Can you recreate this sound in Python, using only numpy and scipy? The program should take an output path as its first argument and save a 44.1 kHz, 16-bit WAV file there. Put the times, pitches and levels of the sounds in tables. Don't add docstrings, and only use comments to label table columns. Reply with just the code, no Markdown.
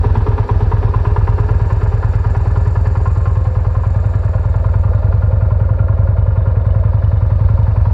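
import sys
import numpy as np
from scipy import signal
from scipy.fft import rfft, irfft, next_fast_len
from scipy.io import wavfile

SR = 44100
rng = np.random.default_rng(int(sys.argv[2]) if len(sys.argv) > 2 else 0)


def dump_mix(stems):
    frames = np.atleast_2d(stems).T
    limited = np.clip(frames, -1, 1)
    pcm = np.round(limited * 32767).astype(np.int16)
    wavfile.write(sys.argv[1], SR, pcm)


N = 349713

# (time [s], speed [rpm])
SPEED = [(0, 1087), (0.17, 1058), (1.28, 1087), (1.38, 1113), (2.29, 1117), (2.66, 1225), (2.96, 1177),
         (3.38, 1229), (3.74, 1192), (4.0, 1274), (4.44, 1155), (4.71, 1231), (5.42, 1276), (6.57, 1239),
         (6.81, 1301), (7.31, 1277), (7.53, 1350), (7.93, 1230)]
# (time [s], direction from the flank [degrees], distance [m])
WALK = [(0, 3.3, 1.24), (1.5, 22, 1.28), (3, 33.3, 1.68), (4.2, 56.7, 1.776), (5.9, 90, 1.53),
        (7, 106.7, 1.54), (7.93, 118.7, 1.515)]
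ANGLES = (8, 27, 45, 75, 112)

# (frequency [Hz], width [Hz], signed strength)
FIRST_PIPE = [(36.5, 10.5, -13), (108.4, 43.1, -17), (106.9, 22.43, 40), (142.2, 41, 2.5)]
SECOND_PIPE = [(45, 11.8, -9), (81.7, 87.3, -6.5), (91.7, 15.3, 12.5), (119.3, 111.4, 4)]
# (frequency [Hz], width [Hz], signed strength)
MOUTH = [(210, 120, -1)]
BLOWDOWN = (.519, -.036)
# (frequency [Hz], width [Hz], relative level [dB])
SHELL = [(487, 45, -0.5), (538.3, 24.3, 2), (597, 45, 0), (658.6, 38, 1), (698, 69, -8), (803, 18, -12.5)]
# (share of the cycle, level against the shell beam [dB], favoured pitch [Hz])
SHELL_SHAKE = [(.235, 10.5, 567), (.48, 7.5, 642), (.66, 6, 511), (.89, 5, 616)]
# (time [s], relative peak [dB], favoured pitch [Hz])
JOLTS = [(4.349, -18.5, 640), (4.911, -21, 480.1), (5.104, -21, 545), (5.485, -23.5, 553.3),
         (6.054, -23, 545), (7.483, -30, 510.9)]

FIRING = (0.335, 0.785)
# (time [s], relative peak [dB], favoured pitch [Hz])
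KNOCKS = [(0.035, -16, 907), (0.15, -15.5, 884), (0.264, -17, 1000), (0.379, -14.5, 925),
          (0.49, -13.5, 965), (0.604, -22, 950), (0.716, -13, 970), (0.828, -19.5, 956), (0.937, -15, 1050),
          (1.05, -19, 1050), (1.161, -13.5, 960), (1.273, -12.5, 960), (1.383, -21.5, 970),
          (1.487, -18.5, 1010), (1.699, -18, 1053), (2.028, -18, 1015), (2.348, -16.5, 910),
          (2.452, -23, 900), (2.557, -20.5, 1050), (2.754, -19.5, 960), (2.952, -20.5, 980),
          (3.056, -18.5, 1068), (3.255, -19, 1038), (3.643, -23, 1068), (3.748, -22, 1040),
          (3.834, -20, 975), (4.643, -19.5, 1000), (4.741, -22, 923.6), (5.122, -23.5, 921),
          (5.221, -24, 1380), (5.506, -25, 1047), (5.69, -22, 1038), (5.79, -26, 1383), (5.883, -24, 1035),
          (7.487, -19.5, 962), (7.854, -20, 955)]
# (frequency [Hz], width [Hz], extra for the second cylinder [dB],
# then relative level towards each of the ANGLES [dB])
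BLOCK = [(794, 20, -1.5, -6.5, -8.5, -11, -17.5, -20), (877, 34, -3, -2, -7.5, -10.5, -10.5, -10.5),
         (955, 24.5, 4.5, -1, -5, -8.5, -11, -4), (1045, 23, 1, -1, -6.5, -2, -2, -4),
         (1169, 24, 1, -9, -10, -20.5, -18.5, -15.5), (1235, 20, 0, -16, -12, -20.5, -21, -22),
         (1398.4, 22.8, 0.5, -18, -5, -10, -0.5, -9), (1633, 26, 14, -25, -20, -22.5, -23.5, -29.5),
         (1711, 26, 0, -13, -15, -21, -25, -30.5), (1990, 13, -5, -21, -21.5, -32.5, -33, -26.5),
         (2420, 73, -4.5, -32, -33.5, -32.5, -39, -37), (2745, 13, -6.5, -27, -35.5, -42, -40, -39.5)]
# (frequency [Hz], width [Hz], relative level [dB])
CASE = [(252, 42, -6.5), (321.4, 29, -6.5), (384.6, 27.7, -0.5), (419.3, 24.5, 2.5), (469.5, 21.4, -6)]
DRONE_DB = (-16, -20.5, -25, -26.5, -30)
# (frequency [Hz], relative density [dB per Hz])
CHURN_SIDE = [(400, -26.5), (700, -5), (950, -0.5), (1200, -7.5), (1400, -12.5), (1750, -16.5),
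              (1900, -21.5), (2400, -21), (2700, -27.5), (3200, -36), (4500, -60.5)]
CHURN_TAIL = [(400, -30), (750, -9.5), (950, -0.5), (1150, -4.5), (1400, -14.5), (1700, -18), (1900, -22),
              (2370, -21.5), (2600, -32), (3200, -38.5), (4500, -55.5)]
# (frequency [Hz], width [Hz], level at 1 m [dB], direction [degrees], half width [degrees])
PANELS = [(398, 53, -39, 37, 14), (510.6, 13, -35.5, 46, 17), (618, 82, -36, 65, 20),
          (1056, 35, -34, 40, 7.7), (1240, 310, -45, 30, 6), (1730, 99, -44, 29, 7.8),
          (950, 150, -43, 121, 21), (980, 110, -37.5, 17, 27), (223, 85, -32.5, 5.6, 7.5),
          (2750, 32, -54, 20, 3.5), (3400, 1200, -53, 4.7, 16), (4550, 550, -58, 32, 8.6)]

# (share of the cycle, relative level [dB])
VALVES = [(0.53, 2.5), (0.6, -0.5), (0.89, 0), (0.96, -3), (.1, -3), (.19, -9), (.27, -3.5)]
# (frequency [Hz], relative density [dB per Hz])
RUSTLE_SIDE = [(2000, -5.5), (3200, -4.5), (3700, 1.5), (4550, 1), (5550, -1), (5950, -5), (6550, -25.5),
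               (7500, -13), (9000, -15.5), (12700, -24.5), (14800, -29), (15500, -46.5)]
RUSTLE_TAIL = [(2000, -2.5), (3200, -5.5), (3600, 3.5), (4550, 0.5), (5400, -6), (5900, -9), (6550, -24),
               (7500, -19), (9000, -21.5), (12500, -21.5), (14800, -35.5), (15500, -45)]
# (share of the cycle, half width [share], rise [dB])
TAUT = (.42, 0.19, 3)
# (share of the cycle, half width [share], relative change [dB])
SLACK = (.78, 0.085, -4)
# (frequency [Hz], width [Hz], relative level [dB])
SPRINGS = [(7144, 310, 14), (8460, 360, -6), (8500, 400, -12), (9900, 500, -13.5)]
# (time [s], relative level [dB])
SIZZLE = [(0.1, -70), (0.92, -69.5), (1.72, -62), (1.78, -63.5), (3.18, -61), (3.55, -66), (4.01, -63.5),
          (4.7, -67), (5.0, -71.5), (6.45, -83.5), (7.37, -78), (7.85, -81)]
CLACK = (0.96, .55)
# (frequency [Hz], width [Hz], relative level [dB])
COVER = [(2950, 75, 7), (3050, 72, -4), (3570, 36, 7.5), (3900, 160, -6.5), (4470, 120, -11.5),
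         (5360, 170, -11)]
# (time [s], relative peak [dB])
CLICKS = [(2.3657, -43.5), (2.4713, -45), (2.6734, -44), (2.8695, -45), (3.1716, -46.5), (4.0574, -47.5),
          (4.2467, -45), (6.6648, -48), (7.171, -53.5), (7.2637, -48), (7.3573, -48), (7.45, -49.5),
          (7.5393, -47)]
# (frequency [Hz], relative density [dB per Hz])
SNAP = [(2000, -18), (3000, -1.5), (3900, -0.5), (5300, -0.5), (6000, 1), (6600, -10.5), (7500, -1.5),
        (8300, -2), (9000, -6), (10000, -9.5), (12000, -23), (15500, -28.5)]
# (frequency [Hz], width [Hz], relative level [dB])
ROCKER = [(6000, 100, 2), (7500, 130, -3.5), (8000, 64, -0.5), (8750, 160, -5.5), (9700, 130, -12)]

# (base level at 1 m [dB], direction of beam or shadow [degrees], half width [degrees], gain there [dB])
SHELL_BEAM = (-37, 83, 45, 7)
MOUTH_BEAM = (-56, 107, 43, 14.5)
KNOCK_BEAM = (-24, 72.5, 32.5, 1)
CHURN_BEAM = (-31.5, 96.5, 26, -3.5)
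CHAIN_BEAM = (-54.5, 93.5, 18.5, -6.5)
COVER_BEAM = (-61, 104, 13.5, 13.5)
ROCKER_BEAM = (-61.5, 113.5, 11.5, 10.5)

IDLE_RPM = 1200
WEAK_PUFF_S = .45
BOOM_DB, BOOM_DB_PER_100_RPM, BOOM_DB_PER_M = -12, 0.86, -4
LASH_DB_PER_100_RPM = -2.3
PRESSURE_LEAD_S = .003
KNOCK_FAVOUR_DB, KNOCK_FAVOUR_HZ = 7.5, 59.4
SHELL_FAVOUR_DB, SHELL_FAVOUR_HZ = 7, 45
SHELL_WANDER_HZ = 30
CHURN_FLOOR = .62
TOP_HZ = 15700


def exhaust():
    distance = curves(WALK)[1]
    boom_db = BOOM_DB + BOOM_DB_PER_100_RPM * over_idle() + BOOM_DB_PER_M * (distance - 1.6)
    first_s, second_s = map(cycle_times, BLOWDOWN)
    weak = np.abs(second_s - WEAK_PUFF_S) < .04
    first = blows(first_s, scatter_db=0.05)
    second = blows(second_s, db=-13 * weak, scatter_db=1.15)
    first_boom = boom(first, FIRST_PIPE, opening=0.0015)
    second_boom = boom(second, SECOND_PIPE, opening=0.0003)
    low = unit(first_boom + second_boom)
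    flutter = noise([(20, -23.0), (40, 4.0), (70, -7.0), (150, -13.5),
                     (260, -18.0), (500, -28.5), (1500, -103.0)])
    puffs = first + second
    gas = noise() * (0.45 + swell(puffs, rise=0.0028, decay=0.018))
    shell = lowpass(unit(ring(gas, SHELL)), hz=860, order=3)
    bass = amp(boom_db) * (low + amp(-19) * flutter)
    return bass + tailpipe_pop(puffs) + amp(heard(SHELL_BEAM) - 2) * shell


def boom(puffs, pipe, opening):
    def response(f):
        modes = sum(g * resonance(f, hz, w) for hz, w, g in pipe)
        mouth = 1j * f / (1j * f + 25)
        valve = 1 / (1 + 2j * np.pi * f * opening)
        return modes * (mouth * valve) ** 2
    return filtered(puffs, response)


def tailpipe_pop(puffs):
    pop = unit(boom(puffs, MOUTH, opening=.0005))
    return amp(heard(MOUTH_BEAM)) * lowpass(pop, hz=380, order=3)


def shell_buzz():
    def pitched(centre):
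        return np.array(SHELL)[:, 2] + favour(SHELL, centre, SHELL_FAVOUR_HZ, SHELL_FAVOUR_DB)
    level = heard(SHELL_BEAM)
    single_s, single_db, centre = np.transpose(JOLTS)
    out = strike(single_s, single_db + 1.0, SHELL, attack=0.0018, scatter_db=1.8,
                 mode_db=pitched(centre), damping=1.1)
    for share, db, hz in SHELL_SHAKE:
        times = apart(cycle_times(share), single_s, .015)
        centre = hz + SHELL_WANDER_HZ * rng.standard_normal(len(times))
        out = out + strike(times, at(level, times) + db, SHELL, attack=0.0047, scatter_db=0.65,
                           mode_db=pitched(centre), damping=1.27)
    return out


def crankcase():
    first_s, second_s = map(cycle_times, FIRING)
    hard_s, hard_db, _ = np.transpose(KNOCKS)
    firings = blows(first_s, scatter_db=1.5) + blows(second_s, db=-8, scatter_db=1.8)
    rattle = swell(firings, rise=0.0029, decay=0.016)
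    hard = swell(blows(hard_s - .002, hard_db), rise=0.0026, decay=0.0049)
    gears = casing(walk_round(noise(CHURN_SIDE), noise(CHURN_TAIL)), decay=0.007, share=0.64)
    churn = gears * (amp(heard(CHURN_BEAM)) * (CHURN_FLOOR + rattle) + amp(-22.5) * hard)
    castings = block_knocks(first_s, second_s) + case_drone(first_s, second_s)
    return castings + churn + panels(noise() * (0.33 + rattle))


def block_knocks(first_s, second_s):
    modes = np.array(BLOCK)
    second_db, angle = modes[:, 2], curves(WALK)[0]

    def towards(times):
        return np.transpose([np.interp(at(angle, times), ANGLES, row) for row in modes[:, 3:]])
    level = heard(KNOCK_BEAM) + LASH_DB_PER_100_RPM * over_idle()
    hard_s, hard_db, centre = np.transpose(KNOCKS)
    usual_s = apart(first_s, hard_s, .025)
    favoured = favour(BLOCK, centre, KNOCK_FAVOUR_HZ, KNOCK_FAVOUR_DB)
    first = strike(usual_s, at(level, usual_s), BLOCK, attack=0.0057, scatter_db=1.0,
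                   mode_db=towards(usual_s), damping=1.11)
    second = strike(second_s, at(level, second_s) - 3, BLOCK, attack=.0035, scatter_db=1.5,
                    mode_db=towards(second_s) + second_db, damping=1.2)
    hard = strike(hard_s, hard_db - 0.8, BLOCK, attack=0.0022, scatter_db=-0.1,
                  mode_db=towards(hard_s) + favoured, damping=1.36)
    return first + second + hard


def case_drone(first_s, second_s):
    angle, metres = curves(WALK)
    level = np.interp(angle, ANGLES, DRONE_DB) - 20 * np.log10(metres)
    first = strike(first_s - PRESSURE_LEAD_S, at(level, first_s), CASE, attack=0.0098, scatter_db=1.24)
    second = strike(second_s, at(level, second_s) - 6.0, CASE, attack=0.025, scatter_db=1.1)
    hum = lowpass(ring(noise(), CASE), hz=780)
    return first + second + amp(level - 15.5) * hum


def panels(shake):
    angle, metres = curves(WALK)
    out = np.zeros(N)
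    for hz, width, db, facing, spread in PANELS:
        tone = unit(filtered(shake, lambda f: resonance(f, hz, width) ** 2))
        out += amp(db) * np.exp(-((angle - facing) / spread) ** 2) * tone
    return out / metres


def valve_train():
    taps = sum(blows(cycle_times(share), db, scatter_db=2.0) for share, db in VALVES)
    slack_db = each_cycle(SLACK)
    rustle = walk_round(noise(RUSTLE_SIDE), noise(RUSTLE_TAIL))
    links = rustle * (1 + 0.46 * swell(taps, rise=0.0004, decay=0.0053))
    chain = casing(links * amp(each_cycle(TAUT) + .45 * slack_db), decay=0.013, share=0.61)
    sizzle = noise() * amp(3 * noise() + slack_db) * (0.44 + swell(taps, rise=.0008, decay=0.0081))
    ticks = unit(ring(sizzle, SPRINGS))
    first_s, second_s = map(cycle_times, CLACK)
    clacks = blows(first_s, scatter_db=3.5) + blows(second_s, db=-2, scatter_db=3.4)
    cover = ring(noise() * swell(clacks, rise=0.00045, decay=0.008), COVER)
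    metal = amp(curves(SIZZLE)[0] + 1.5) * ticks + amp(heard(COVER_BEAM)) * cover
    return amp(heard(CHAIN_BEAM) + 2.0) * chain + lowpass(metal, hz=10500, order=7)


def rockers():
    level = heard(ROCKER_BEAM)
    single_s, single_db = np.transpose(CLICKS)
    first_s, second_s = (apart(cycle_times(share), single_s, .015) for share in CLACK)
    usual_db = np.concatenate([at(level, first_s), at(level, second_s) - 3.5])
    usual_db = usual_db + 2.2 * rng.standard_normal(len(usual_db))
    times = np.concatenate([first_s, second_s, single_s])
    db = np.concatenate([usual_db, single_db - 4.5])
    snap = noise(SNAP) * amp(2.5 * noise()) * swell(blows(times, db), rise=.0005, decay=.0048)
    steel = strike(times, db - 3, ROCKER, attack=0.00043, scatter_db=3.0, detune=.02)
    return amp(-7.0) * lowpass(snap, hz=9500, order=3) + steel


def cycle_count():
    return np.cumsum(curves(SPEED)[0]) / SR / 120


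def cycle_times(share):
    return np.interp(np.arange(90) + share, cycle_count(), np.arange(N) / SR, left=0, right=-1)


def each_cycle(bump):
    share, width, db = bump
    offset = (cycle_count() - share + .5) % 1 - .5
    return db * np.exp(-(offset / width) ** 2)


def over_idle():
    return (curves(SPEED)[0] - IDLE_RPM) / 100


def heard(beam):
    db, facing, width, gain_db = beam
    angle, metres = curves(WALK)
    return db - 20 * np.log10(metres) + gain_db * np.exp(-((angle - facing) / width) ** 2)


def walk_round(side, tail):
    angle = np.radians(curves(WALK)[0])
    return np.abs(np.cos(angle)) * side + np.sin(angle) * tail


def strike(times, peak_db, modes, attack, scatter_db, mode_db=None, damping=1, detune=0.0088):
    hz, width, db = np.transpose(modes)[:3]
    t = np.arange(SR // 12)[:, None] / SR
    shape = (1 - np.exp(-t / attack)) ** 2 * np.exp(-np.pi * width * damping * t)
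    if mode_db is None:
        mode_db = [db] * len(times)
    out = np.zeros(N + SR)
    for s, peak, levels in zip(times, peak_db, mode_db):
        size, phase, drift, force = rng.standard_normal((4, len(hz)))
        if s >= 0:
            tones = np.sin(2 * np.pi * (hz * (1 + detune * drift) * t + phase))
            wave = (shape * tones) @ amp(levels + 2.0 * size)
            out[int(s * SR):][:len(t)] += amp(peak + scatter_db * force[0]) * wave / np.abs(wave).max()
    return out[:N]


def favour(modes, centre_hz, spread_hz, db):
    return db * np.exp(-((np.array(modes)[:, 0] - centre_hz[:, None]) / spread_hz) ** 2)


def apart(times, others, gap):
    return times[np.abs(times[:, None] - others).min(axis=1) > gap]


def blows(times, db=0, scatter_db=0):
    scatter = np.clip(rng.standard_normal(len(times)), -2, 2)
    size = amp(db + scatter_db * scatter) * (times > -.5)
    return np.bincount(np.clip(times * SR, 0, N - 1).astype(int), size, N)


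def swell(impulses, rise, decay):
    t = np.arange(SR // 5) / SR
    shape = (1 - np.exp(-t / rise)) ** 2 * np.exp(-t / decay)
    return np.abs(signal.fftconvolve(impulses, shape / shape.max())[:N])


def casing(x, decay, share):
    t = np.arange(SR // 10) / SR
    tail = rng.standard_normal(len(t)) * np.exp(-t / decay)
    return unit(x + share * signal.fftconvolve(x, tail / np.linalg.norm(tail))[:N])


def ring(x, modes):
    impulse_response = irfft(body(np.fft.rfftfreq(8192, 1 / SR), modes))
    return signal.fftconvolve(x, impulse_response)[:N]


def body(f, modes):
    response = sum((-1) ** k * amp(db) * resonance(f, hz, w) for k, (hz, w, db) in enumerate(modes))
    return response / np.sqrt(np.mean(np.abs(response) ** 2))


def resonance(f, hz, width):
    return 1j * f * width / (hz * hz - f * f + 1j * f * width)


def noise(spectrum=None):
    white = rng.standard_normal(N)
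    if spectrum is None:
        return white
    hz, db = np.transpose(spectrum)
    return unit(filtered(white, lambda f: amp(np.interp(np.log(f + 1), np.log(hz), db))))


def lowpass(x, hz, order=2):
    return filtered(x, lambda f: 1 / np.sqrt(1 + (f / hz) ** (2 * order)))


def filtered(x, response):
    m = next_fast_len(N + SR)
    return irfft(rfft(x, m) * response(np.fft.rfftfreq(m, 1 / SR)), m)[:N]


def curves(rows):
    s, *cols = np.transpose(rows)
    return [np.interp(np.arange(N) / SR, s, c) for c in cols]


def at(curve, times):
    return np.interp(times, np.arange(N) / SR, curve)


def amp(db):
    return 10 ** (np.asarray(db) / 20)


def unit(x):
    return x / np.sqrt(np.mean(x ** 2) + 1e-20)


def scene():
    return (exhaust() + shell_buzz() + crankcase() + valve_train() + rockers())[None]


def record(dry):
    sound = dry[0] - lowpass(dry[0], hz=32.0, order=9)
    return filtered(sound, lambda f: f < TOP_HZ)[None]


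dry = scene()
out = record(dry)
dump_mix(out)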